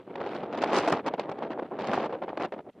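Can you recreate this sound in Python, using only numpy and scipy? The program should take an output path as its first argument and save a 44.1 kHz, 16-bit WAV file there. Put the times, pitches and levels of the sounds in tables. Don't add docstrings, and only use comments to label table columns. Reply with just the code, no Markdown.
import sys
import numpy as np
from scipy import signal
from scipy.fft import rfft, irfft, next_fast_len
from scipy.io import wavfile

SR = 44100
rng = np.random.default_rng(int(sys.argv[2]) if len(sys.argv) > 2 else 0)


def to_wav(s):
    ch = np.atleast_2d(s).T
    pcm = np.round(np.clip(ch, -1, 1) * 32767)
    wavfile.write(sys.argv[1], SR, pcm.astype(np.int16))


N = 123479

# frequency_hz, side_minus_mid_db
PORT_DIFFERENCE = [(60, -30), (300, -71.5), (700, -61.5), (1300, -30), (2400, -19), (4400, -4), (8000, 1.5),
                   (15000, 9.5)]


def turbulence(gain_db=-33.0, band_count=10):
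    # frequency_hz, density_db
    colour = [(25, -36), (50, -38), (70, -25), (110, -16), (200, -4.5), (320, 0), (480, 0), (780, -2.5),
              (1100, -8), (1500, -13), (2100, -17), (3200, -22), (4500, -30.5), (6500, -44.5), (9000, -58),
              (10500, -69.5), (15000, -89)]
    # frequency_hz, slope_db_per_db
    growth = [(40, 0.3), (120, 0.54), (250, 0.78), (600, 1), (1300, 1.3259), (3000, 0.67), (6000, 1.5),
              (12000, 2.5)]
    # frequency_hz, share
    brightness_shares = [(200, 0.04), (600, -0.36), (1300, 0.49), (3000, 1.24), (7000, 2.5), (14000, 2.5)]
    # frequency_hz, depth_db
    flutter_depth = [(80, -3.5), (400, 2), (1200, 2.5), (4000, 3.5), (12000, -4)]
    push_db, brightness_db = airflow()
    unsteadiness = 1 / np.sqrt(1 + amp(push_db - 9) ** 2)
    flutter = unsteadiness * wobble(lo_hz=34.2, hi_hz=264)
    rasp = unsteadiness * (0.36 * wobble(lo_hz=264, hi_hz=900) + spurts())
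    churn = rng.standard_normal((2, N))
    size = next_fast_len(N + 4096)
    freqs = np.fft.rfftfreq(size, 1 / SR)
    centres_hz = np.geomspace(40, 13000, band_count)
    spectra = 0
    for hz, selector in zip(centres_hz, np.eye(band_count)):
        share = curve_at(brightness_shares, hz)
        shake = unit(amp(curve_at(flutter_depth, hz) * flutter + share * rasp))
        swell = amp(curve_at(growth, hz) * push_db + share * brightness_db)
        band = curve_at(np.c_[centres_hz, selector], freqs)
        spectra = spectra + rfft(churn * swell * shake, size) * band
    mid, side = spectra * unit(amp(curve_at(colour, freqs)))
    side = side * amp(curve_at(PORT_DIFFERENCE, freqs))
    return amp(gain_db) * stereo(irfft(mid, size), irfft(side, size))[:, :N]


def airflow(attack_s=0.0018, release_s=0.0039, usual_db=-33):
    # time_s, level_db, brightness_db
    gusts = [(0.0, -43, -4), (0.038, -59, -1.5), (0.18, -38, -5), (0.34, -36.5, 0), (0.495, -40, -7.5),
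             (0.6, -33.5, -3), (0.7, -28, -1.5), (0.8, -26.5, 2.5), (0.83, -30.5, 1), (0.865, -29.5, 1),
             (0.893, -35, -1.5), (0.94, -30.5, -0.5), (1, -32, -3.5), (1.023, -52.5, -4),
             (1.059, -35, -5.5), (1.15, -40, -10), (1.169, -48.5, -7), (1.19, -44, 6), (1.27, -37.5, -9),
             (1.36, -42, -7.5), (1.462, -34, -6), (1.492, -45, -6.5), (1.532, -38, -11.5),
             (1.662, -44.5, -5), (1.704, -51, -4), (1.72, -34, -12), (1.779, -41.5, -6),
             (1.84, -34.5, -1.5), (1.94, -30.5, 1.1), (2.052, -29.5, -3.5), (2.083, -45, -6),
             (2.15, -34, -6), (2.2, -46.5, -9), (2.359, -44.5, -5), (2.47, -42, -6.5), (2.506, -59.5, -6),
             (2.55, -48, -0.5), (2.628, -60.5, -8), (2.678, -44.5, -13.5), (2.728, -86, 14),
             (2.756, -57.5, -7), (2.8, -51.5, -5)]
    # start_s, length_s, level_db, brightness_db
    buffets = [(0.076, 0.0022, -38, -8), (0.0954, 0.02, -41, -7.5), (0.1546, 0.0052, -33, 0.5),
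               (0.2036, 0.016, -32, -2), (0.239, 0.0033, -28.5, -7), (0.262, 0.011, -33.5, -0.5),
               (0.348, 0.014, -35.5, 2), (0.4297, 0.01, -31.5, -1.7), (0.525, 0.034, -34.5, 0.5),
               (0.5725, 0.016, -31, 1), (0.616, 0.012, -28.5, 3), (0.6347, 0.0087, -27, 4.5),
               (0.73, 0.027, -24, 0.8), (0.7624, 0.028, -25, 4), (0.778, 0.0029, -22.5, -3),
               (0.845, 0.0046, -27, -1), (0.874, 0.014, -22.5, 1.5), (0.896, 0.011, -25, 1),
               (0.921, 0.0074, -18.5, 0.5), (0.933, 0.0072, -21.5, -3.5), (0.968, 0.0045, -37.5, -5),
               (1.0613, 0.025, -28, 3), (1.136, 0.013, -33, -1), (1.18, 0.0086, -30.5, -6),
               (1.1952, 0.0027, -29, 3.5), (1.2022, 0.011, -34.5, 0.5), (1.2911, 0.0077, -27.5, -2),
               (1.3143, 0.008, -33, 3), (1.386, 0.0039, -31.5, 0.5), (1.423, 0.013, -36, 5),
               (1.503, 0.007, -28.5, -4), (1.5134, 0.023, -36.5, 4), (1.5852, 0.014, -32.5, -5),
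               (1.621, 0.009, -29, -7.5), (1.652, 0.0055, -37.5, -5.5), (1.7875, 0.033, -33, 0),
               (1.841, 0.0044, -34, 8), (1.871, 0.0034, -34, 9), (1.885, 0.016, -33, -5.5),
               (1.931, 0.012, -24, -0.5), (1.974, 0.0033, -25.5, -3.5), (2.057, 0.0087, -27.5, -1),
               (2.093, 0.014, -35.5, -5), (2.124, 0.014, -33, -3.5), (2.217, 0.029, -32.5, -5.5),
               (2.2777, 0.029, -34, -5), (2.372, 0.007, -28, -1), (2.3965, 0.032, -30, -0.5),
               (2.433, 0.025, -30, 0), (2.521, 0.022, -33, -4), (2.5624, 0.0081, -39.5, -13),
               (2.5786, 0.016, -37.5, -5), (2.6023, 0.0055, -42, -5.5), (2.683, 0.015, -43.5, -6.5)]
    t = np.arange(N) / SR
    times, gust_db, gust_brightness_db = np.transpose(gusts)
    power = amp(np.interp(t, times, gust_db)) ** 2
    weighted_brightness = power * np.interp(t, times, gust_brightness_db)
    for start_s, length_s, level_db, brightness_db in buffets:
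        span = slice(int(start_s * SR), int((start_s + length_s + 10 * release_s) * SR))
        age = t[span] - start_s
        rise = np.clip(age / attack_s, 0, 1)
        fall = np.exp(-np.maximum(age - length_s, 0) / release_s)
        eddy_power = (amp(level_db) * rise * fall) ** 2
        power[span] += eddy_power
        weighted_brightness[span] += eddy_power * brightness_db
    return 10 * np.log10(power) - usual_db, weighted_brightness / power


def spurts(rate_per_s=150, decay_s=0.0012, depth=6):
    hits = (rng.random(N) < rate_per_s / SR) * rng.uniform(0.5, 1.5, N)
    lift = np.tanh(signal.lfilter([1], [1, -np.exp(-1 / (decay_s * SR))], hits))
    return depth * (lift - lift.mean())


def snaps(knock_hz=700, pitch_spread=0.19, knock_rise_s=0.00067, crack_decay_s=0.0012):
    # start_s, knock_db, crack_db
    eddies = [(0.6375, -12, -25), (0.7328, -23, -26.5), (0.9255, -19.5, -18), (1.139, -15.5, -27.5),
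              (1.1948, -14.5, -45), (1.316, -24, -34), (1.423, -20.5, -38), (1.5055, -35, -46),
              (1.576, -25, -61), (1.5955, -19.5, -43), (1.7125, -28, -50), (1.8945, -20, -29),
              (1.9355, -14.5, -33), (1.9778, -14, -42), (2.3305, -22.5, -57), (2.5235, -36, -35.5)]
    # frequency_hz, density_db
    crack_colour = [(500, -17), (1400, 10.5), (3200, -3), (6000, -25.5), (14000, -47)]
    age = np.arange(0, 12 * crack_decay_s, 1 / SR)
    knock_envelope = age / knock_rise_s * np.exp(1 - age / knock_rise_s)
    knocks, crack_envelope = np.zeros((2, N))
    for start_s, knock_db, crack_db in eddies:
        span = slice(int(start_s * SR), int(start_s * SR) + len(age))
        pitch_hz = knock_hz * (1 + pitch_spread * rng.uniform(-1, 1))
        swing = np.sin(2 * np.pi * pitch_hz * (age - knock_rise_s))
        knocks[span] += amp(knock_db) * knock_envelope * swing
        crack_envelope[span] += amp(crack_db) * np.exp(-age / crack_decay_s)
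    cracks = crack_envelope * rng.standard_normal((2, N))
    mid, side = rfft(cracks) * unit(spectral_gain(crack_colour))
    side = side * spectral_gain(PORT_DIFFERENCE)
    port = signal.butter(2, [240, 2500], "bandpass", fs=SR, output="sos")
    return signal.sosfilt(port, knocks) + stereo(irfft(mid, N), irfft(side, N))


def thumps(half_length_s=0.009):
    # centre_s, level_db
    eddies = [(0.606, -53), (0.719, -43), (0.932, -33), (0.952, -40), (1.898, -35), (1.984, -36.5)]
    # frequency_hz, density_db
    colour = [(25, -20), (45, -20), (80, 0), (150, 6.5), (210, 15), (350, -42), (1000, -59), (5000, -100)]
    envelope = sum(amp(level_db) * pulse(centre_s, half_length_s) for centre_s, level_db in eddies)
    return envelope * noise(spectral_gain(colour))


def ring(centre_s=1.076, half_length_s=0.01, level_db=-28):
    # pitch_hz, half_width_hz, level_db
    modes = [(918, 21, 12), (2006, 27, -24)]
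    colour = sum(amp(db) / (1 + ((bins() - hz) / half_width) ** 4) for hz, half_width, db in modes)
    return amp(level_db) * pulse(centre_s, half_length_s) * noise(colour)


def sizzle(centre_hz=9200, half_width_hz=3800, level_db=-78):
    colour = np.exp(-((bins() - centre_hz) / half_width_hz) ** 2)
    envelope = amp(level_db) * pulse(centre_s=0.348, half_length_s=0.05)
    return envelope * np.array([noise(colour), noise(colour)])


def background(level_db=-71.5):
    # frequency_hz, density_db
    colour = [(30, -1), (150, 12.5), (400, 6.5), (1000, 2), (2500, -11), (5000, -14.5), (10000, -18.5),
              (15000, -24)]
    # frequency_hz, side_minus_mid_db
    width = [(60, -34), (900, -27.5), (2000, -25.5), (4400, -12), (8000, -1.5), (15000, 1.5)]
    mid_gain = spectral_gain(colour)
    side_gain = mid_gain * spectral_gain(width)
    side_ratio = np.linalg.norm(side_gain) / np.linalg.norm(mid_gain)
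    return amp(level_db) * stereo(noise(mid_gain), side_ratio * noise(side_gain))


def wobble(lo_hz, hi_hz):
    f = bins() + 1
    band = 1 / np.sqrt(f * (1 + (lo_hz / f) ** 4) * (1 + (f / hi_hz) ** 4))
    return unit(np.tanh(noise(band) / 2))


def pulse(centre_s, half_length_s):
    return np.exp(-((np.arange(N) / SR - centre_s) / half_length_s) ** 2)


def noise(gain):
    return unit(irfft(rfft(rng.standard_normal(N)) * gain, N))


def spectral_gain(points):
    return amp(curve_at(points, bins()))


def curve_at(points, hz):
    freqs, values = np.transpose(points)
    return np.interp(np.log(hz + 1), np.log(freqs), values)


def bins():
    return np.fft.rfftfreq(N, 1 / SR)


def stereo(mid, side):
    return np.array([mid + side, mid - side])


def amp(db):
    return 10 ** (np.asarray(db) / 20)


def unit(x):
    return x / np.sqrt(np.mean(x ** 2) + 1e-20)


def scene():
    return turbulence() + snaps() + thumps() + ring() + sizzle() + background()


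def record(dry, cutoff_hz=15400):
    lowpass = signal.firwin(401, cutoff_hz, window=("kaiser", 9), fs=SR)
    return signal.oaconvolve(dry, lowpass[None], "same")


dry = scene()
out = record(dry)
to_wav(out)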